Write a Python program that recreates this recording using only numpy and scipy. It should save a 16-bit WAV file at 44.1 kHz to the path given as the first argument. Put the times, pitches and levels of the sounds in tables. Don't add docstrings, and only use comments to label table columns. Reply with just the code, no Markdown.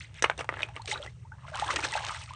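import sys
import numpy as np
from scipy import signal
from scipy.fft import rfft, irfft
from scipy.io import wavfile

SR = 44100
rng = np.random.default_rng(int(sys.argv[2]) if len(sys.argv) > 2 else 0)


def dump(signal):
    limited = np.clip(np.atleast_2d(signal).T, -1, 1)
    pcm = np.round(limited * 32767).astype(np.int16)
    wavfile.write(sys.argv[1], SR, pcm)


N = 103635

# frequency in Hz, level in dB per Hz.
RUMBLE_COLOUR = [(35, -31), (50, -12.5), (65, -4), (130, -4), (200, -20.5)]
# frequency in Hz, level in dB.
TRICKLE_COLOUR = [(150, 24), (300, 3.5), (600, -8), (2200, -10), (6000, 6.5), (9000, 0)]
# frequency in Hz, level in dB.
BANK_COLOUR = [(200, -9), (900, -2.5), (4000, -10)]
# frequency in Hz, gain in dB.
MIC_COLOUR = [(3000, -0.5), (4200, -1), (4900, -4.5), (5500, -1), (6500, -2), (7300, -3), (8200, 1),
              (8900, 2), (9500, -13.5)]
# time in seconds, level in dB.
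DRIBBLE_CURVE = [(0, -44), (.055, -52.5), (.075, -62.5), (.135, -74), (.15, -55), (.195, -45),
                 (.215, -63.5), (.26, -74)]
# frequency in Hz, level in dB.
DRIBBLE_COLOUR = [(1100, -13.5), (2200, 2), (4800, -6.5), (9500, -13.5)]
# start in seconds, level in dB.
DROPS = [(.143, -39.5), (.757, -41.5), (0.82, -36.5), (0.858, -30), (1.019, -35.5), (1.556, -25),
         (1.572, -30.5), (1.5977, -22), (1.669, -35), (1.727, -30), (1.7626, -27), (1.849, -21),
         (1.921, -24), (1.938, -26), (2.0491, -23.5), (2.11, -36.5), (2.139, -36), (2.173, -38),
         (2.217, -37), (2.238, -33.5), (2.274, -50.5), (2.3356, -35)]
# frequency in Hz, level in dB.
DROP_COLOUR = [(1000, -13), (3000, 2.5), (5500, -3.5), (9000, -3)]
# start in seconds, level in dB, decay time in seconds.
SLAPS = [(0.875, -30.5, 0.043), (1.703, -29, 0.11), (1.7597, -15, 0.025), (1.8396, -25, 0.076),
         (1.9351, -28, 0.043), (2.065, -26, 0.022), (2.084, -26, 0.023)]
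# frequency in Hz, level in dB.
SLAP_COLOUR = [(400, -17.5), (1600, -3), (4200, -7.5), (6500, -10), (9500, -25.5)]
# start in seconds, starting pitch in Hz, level in dB,
# ring time in seconds, pitch glide in octaves per second.
BUBBLES = [(.008,2050,-30.5,0.017,9), (.045,2030,-34,.014,10), (.176,1890,-43,0.031,25), (.6,597,-45,0.3,1),
           (.689,754,-39.5,0.072,8.5), (.77,1170,-30.5,0.033,0), (.795,854,-34.5,0.073,17.5),
           (.818,4130,-37,0.021,12), (.845,760,-44,0.083,1), (.877,2440,-24,0.017,-12),
           (.884,433,-27,0.039,-4.5), (.914,2050,-23.5,.022,7), (.923,820,-27,0.066,5.5),
           (0.928,3000,-27,0.02,14), (.939,3770,-23,.018,8), (.956,1444,-28,0.036,5.5),
           (.976,3900,-28,.011,2), (.998,578,-34,0.1,0.5), (1.027,3340,-23,0.0088,-20),
           (1.074,1953,-33.5,0.04,7), (1.249,860,-46.5,0.078,13.5), (1.319,1424,-33.5,0.042,14.5),
           (1.315,847,-49,0.15,4.5), (1.45,1080,-33.5,0.03,-4), (1.517,642,-37.5,.11,-3),
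           (1.539,1490,-30,0.049,13), (1.557,936,-30.5,0.038,16), (1.576,982,-29,0.05,19),
           (1.6216,695,-15,0.043,37), (1.6872,950,-20.5,0.065,15.5), (1.7046,1125,-14.5,0.022,26),
           (1.705,1960,-21,0.017,20), (1.767,1805,-17,0.02,13), (1.835,2500,-22,.039,-3),
           (1.844,1376,-21.5,0.019,11), (1.848,450,-24,0.043,26), (1.926,2010,-24.5,0.031,-13),
           (1.939,2550,-23.5,0.027,16), (1.9525,828,-7.5,.014,-12), (1.964,764,-24.5,0.029,23),
           (1.974,1470,-23,0.038,22), (2.005,1020,-19.5,0.017,27), (2.045,1060,-20,0.017,11),
           (2.066,1050,-28,0.024,20), (2.121,930,-31.5,0.024,23), (2.147,1470,-30,0.022,25),
           (2.163,780,-29,0.019,39), (2.276,1210,-42.5,0.045,12), (2.29,2280,-34,.016,15),
           (2.306,994,-31.5,0.042,4.5), (2.335,1136,-32.5,.031,13)]
# time in seconds, slosh level in dB, spray level in dB.
DIP = [(.74, -81, -74), (.861, -67, -60), (0.912, -46, -30), (.933, -39.5, -36), (.954, -39, -50),
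       (1.0, -53, -59), (1.04, -47, -52.5), (1.125, -70, -68.5), (1.3, -69.5, -99)]
# time in seconds, slosh level in dB, spray level in dB.
SWISH = [(1.41, -58, -71), (1.48, -50, -59.5), (1.526, -55.5, -60.5), (1.555, -37, -50.5),
         (1.597, -40, -43.5), (1.655, -44, -44.5), (1.687, -30.5, -42.5), (1.73, -41.5, -44.5),
         (1.773, -33.5, -41.5), (1.815, -42, -44), (1.845, -36, -36.5), (1.9, -42.5, -43),
         (1.965, -34, -41.5), (2.031, -42, -47), (2.069, -38, -46), (2.135, -42, -44.5),
         (2.265, -59.5, -52.5), (2.35, -50.5, -60)]
# time in seconds, level in dB.
CHURN = [(.86, -82), (.89, -49), (1.07, -57), (1.12, -74.5), (1.56, -72.5), (1.77, -38.5), (1.81, -54.5),
         (1.85, -44), (1.95, -66.5), (2.11, -64.5), (2.15, -84)]
# frequency in Hz, level in dB.
GURGLE_COLOUR = [(220, -20), (330, -1.5), (420, -3.5), (600, -1)]
# frequency in Hz, level in dB.
SLOSH_COLOUR = [(480, -25), (620, -2.5), (1200, 4), (4000, -9)]
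# frequency in Hz, level in dB.
SPRAY_COLOUR = [(1200, -19.5), (2300, -1.5), (4000, -2.5), (6000, -3.5), (10000, -10.5)]
# frequency in Hz, level in dB.
SPATTER_COLOUR = [(1500, -6.5), (3000, -4.5), (6000, -7), (9500, -6)]
# time in seconds, level in dB.
RUMMAGE_CURVE = [(.24, -64), (.255, -45), (.34, -56), (.375, -62), (.395, -33.5), (.47, -65), (.505, -51.5),
                 (.625, -43), (.73, -63), (.77, -45.5), (.86, -83)]
# frequency in Hz, level in dB.
GRIT_COLOUR = [(200, -6), (2800, 1.5), (5000, -14.5), (6200, -11.5), (9500, -13.5)]
# start in seconds, shell pitch in Hz, ring level in dB, contact tick level in dB,
# ring time in seconds, pitch of the shell's hollow in Hz, hollow level in dB.
KNOCKS = [(.2236, 1610, -7.5, -14.5, 0.0055, 6080, -20.5), (.2397, 1700, -14.5, -24, 0.0099, 2760, -34),
          (.2425, 1100, -1, -38, 0.0049, 1750, -30), (.2450, 2140, -3.5, -31.5, 0.0059, 2776, -25.5),
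          (0.25, 1250, -19, -59, .0073, 1010, -33), (.2565, 2080, -21, -46, 0.0063, 1460, -28),
          (0.2597, 1130, -20, -49, .008, 2010, -33), (.2985, 1240, 0.5, -29.5, 0.0028, 1520, -22),
          (0.3135, 1430, -18.5, -52, 0.005, 2270, -28), (0.3778, 3030, -48, -33, 0.0094, 6020, -45),
          (.3910, 860, -24.5, -30, 0.0057, 2760, -29.5), (.4089, 1220, -20.5, -30.5, 0.0088, 2250, -26),
          (0.4441, 1000, -25.5, -41.5, 0.0048, 2440, -42), (0.491, 1200, -6.5, -37.5, 0.0052, 1870, -24.5),
          (0.5255, 890, -18, -58, 0.003, 1150, -34), (0.54, 1380, -21.5, -49, 0.0066, 2620, -37),
          (0.5704, 1140, -25, -60, 0.007, 1700, -31), (0.5925, 1450, -16, -47, 0.0039, 1060, -41),
          (.6060, 1610, -17, -45, 0.0042, 2840, -35), (0.6204, 2360, -23, -35, 0.0042, 3740, -28),
          (0.631, 2590, -13.5, -29.5, 0.0044, 2474, -15.5), (.6875, 1050, -26.5, -49, 0.0037, 2630, -42),
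          (.764, 2260, -20, -37.5, .0057, 2710, -37), (1.0625, 1430, -20.5, -39, 0.003, 1780, -39)]
# ratio to the pitch, level in dB, share of the ring time as a ratio.
SHELL_PARTIALS = [(0.619, -7.5, 0.81), (1.0, 6, 0.62), (1.519, -13, 0.79)]
# frequency in Hz, level in dB.
TICK_COLOUR = [(300, 12.5), (1500, 5), (3000, 2.5), (4500, -1), (6000, 5), (7200, -2.5), (8500, -3.5),
               (10000, 2.5)]
# frequency in Hz, level in dB.
HEAP_COLOUR = [(150, -8), (300, -1), (650, -1), (1100, -3), (4000, 0.5), (6000, -4.5)]


def undb(db):
    return 10 ** (np.asarray(db) / 20)


def unit(x):
    return x / np.sqrt(np.mean(x ** 2))


def add(out, start, x):
    i = max(int(start * SR), 0)
    out[i:i + len(x)] += x[:max(len(out) - i, 0)]


def gain_at(points, hz):
    f, db = np.array(points, float).T
    return undb(np.interp(np.log(np.maximum(hz, 1)), np.log(f), db))


def noise(points):
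    spectrum = rfft(rng.standard_normal(N))
    return unit(irfft(spectrum * gain_at(points, np.fft.rfftfreq(N, 1 / SR)), N))


def swell(curve):
    s, db = np.array(curve).T
    return undb(np.interp(np.arange(N) / SR, s, db))


def butter(x, order, hz, kind):
    return signal.sosfilt(signal.butter(order, hz, kind, fs=SR, output="sos"), x)


def fade(t60, hold=1):
    t = np.arange(min(int(t60 * SR) + 2, N)) / SR
    return np.exp(-np.log(1000) * (t / t60) ** hold)


def ring(hz, t60, onset, rise=0, hold=1):
    env = fade(t60, hold)
    t = np.arange(len(env)) / SR
    phase = 2 * np.pi * np.cumsum(hz * 2 ** (rise * t)) / SR
    attack = 1 - np.exp(-(t / onset) ** 2)
    return np.sin(phase) * env * attack


def scatter(x, source, t60):
    env = fade(t60)
    tail = source[:len(env)] * env
    return signal.fftconvolve(x, tail / np.linalg.norm(tail))[:N]


def tint(x, points):
    cepstrum = irfft(np.log(gain_at(points, np.fft.rfftfreq(1024, 1 / SR))))
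    folded = np.r_[cepstrum[0], 2 * cepstrum[1:len(cepstrum) // 2]]
    impulse = irfft(np.exp(rfft(folded, len(cepstrum))))
    return signal.fftconvolve(x, impulse)[:N]


def cloud(colour, per_s, cycles, spread_db, rise_oct):
    out = np.zeros(N)
    lo, hi = colour[0][0], colour[-1][0]
    draws = rng.random((12000, 4))
    for k, (when, pitch, size, length) in enumerate(draws[:int(per_s * N / SR)]):
        hz = lo * (hi / lo) ** pitch
        t60 = cycles * (.5 + length) / hz
        db = spread_db * min(-np.log(1 - size), np.pi)
        level = undb(db) * gain_at(colour, hz) * np.sqrt(hz / hi)
        add(out, (k + when) / per_s, level * ring(hz, t60, .5 / hz, rise_oct / t60))
    return unit(butter(out, 4, lo, "high"))


def background():
    t = np.arange(N) / SR
    rumble = unit(butter(noise(RUMBLE_COLOUR), 4, 185.6, "low"))
    waver = noise([(3, 0), (30, -60), (300, -140)])
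    hum = np.sin(2 * np.pi * 117 * t) * (1 + 0.13 * waver)
    return undb(-47.5) * rumble + undb(-56) * hum + undb(-66) * noise(TRICKLE_COLOUR)


def dribble():
    return swell(DRIBBLE_CURVE) * cloud(DRIBBLE_COLOUR, per_s=1200, cycles=32, spread_db=0, rise_oct=0.14)


def drops():
    out, smack = np.zeros(N), noise(DROP_COLOUR)
    env = fade(0.0082)
    for s, db in DROPS:
        burst = np.roll(smack, -int(s * SR))[:len(env)]
        add(out, s, undb(db) * env * burst)
    return out


def slaps():
    out, burst = np.zeros(N), noise(SLAP_COLOUR)
    onset_s = 0.0011
    for s, db, t60 in SLAPS:
        env = fade(t60)
        attack = 1 - np.exp(-np.arange(len(env)) / SR / onset_s)
        add(out, s, undb(db) * env * attack * burst[int(s * SR):][:len(env)])
    return out


def bubbles():
    out = np.zeros(N)
    onset_cycles = 1.79
    for s, hz, db, t60, rise in BUBBLES:
        add(out, s, undb(db) * ring(hz, t60, onset_cycles / hz, rise, hold=1.05))
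    return out


def spurts():
    knots = rng.standard_normal(2000)
    position = np.arange(N) / SR * 130
    return undb(3 * np.interp(position, np.arange(len(knots)), knots))


def stirred_water():
    stir = np.array(DIP + SWISH)
    gurgle = cloud(GURGLE_COLOUR, per_s=350, cycles=18, spread_db=3.5, rise_oct=0.48)
    slosh = cloud(SLOSH_COLOUR, per_s=900, cycles=26.4, spread_db=4.5, rise_oct=0.49)
    spray = cloud(SPRAY_COLOUR, per_s=2600, cycles=16, spread_db=1, rise_oct=0.1)
    spatter = cloud(SPATTER_COLOUR, per_s=170, cycles=7, spread_db=5, rise_oct=0)
    droplets = unit(spray + undb(-7) * spatter)
    broken = slosh * swell(stir[:, [0, 1]]) + droplets * swell(stir[:, [0, 2]])
    return gurgle * swell(CHURN) + spurts() * broken


def rummage():
    return swell(RUMMAGE_CURVE) * cloud(GRIT_COLOUR, per_s=1800, cycles=10.3, spread_db=0.5, rise_oct=0)


def shells():
    out, tick, heap = np.zeros(N), noise(TICK_COLOUR), noise(HEAP_COLOUR)
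    contact_s, hollow_t60_s = 0.00029, 0.021
    tick_env = fade(0.022)
    for s, hz, ring_db, tick_db, t60, hollow_hz, hollow_db in KNOCKS:
        i = int(s * SR)
        knock = np.zeros(N // 20)
        for ratio, db, share in SHELL_PARTIALS:
            add(knock, 0, undb(ring_db + db) * ring(hz * ratio, t60 * share, contact_s))
        add(knock, 0, undb(tick_db) * tick_env * tick[i:][:len(tick_env)])
        add(out, s, knock)
        add(out, s, undb(hollow_db) * ring(hollow_hz, hollow_t60_s, contact_s))
        add(out, s, undb(-6.5) * scatter(knock, heap[i:], t60=0.033))
    return out


def scene():
    basket = butter(shells() + rummage(), 3, 314, "high")
    near = basket + dribble() + bubbles() + slaps() + drops() + stirred_water()
    echo = undb(-16.5) * scatter(near, noise(BANK_COLOUR), t60=0.12)
    return (near + echo + background())[None]


def record(dry):
    top_cut = signal.ellip(10, .2, 80, 9400, fs=SR, output="sos")
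    return signal.sosfilt(top_cut, tint(dry[0], MIC_COLOUR))[None]


dry = scene()
out = record(dry)
dump(out)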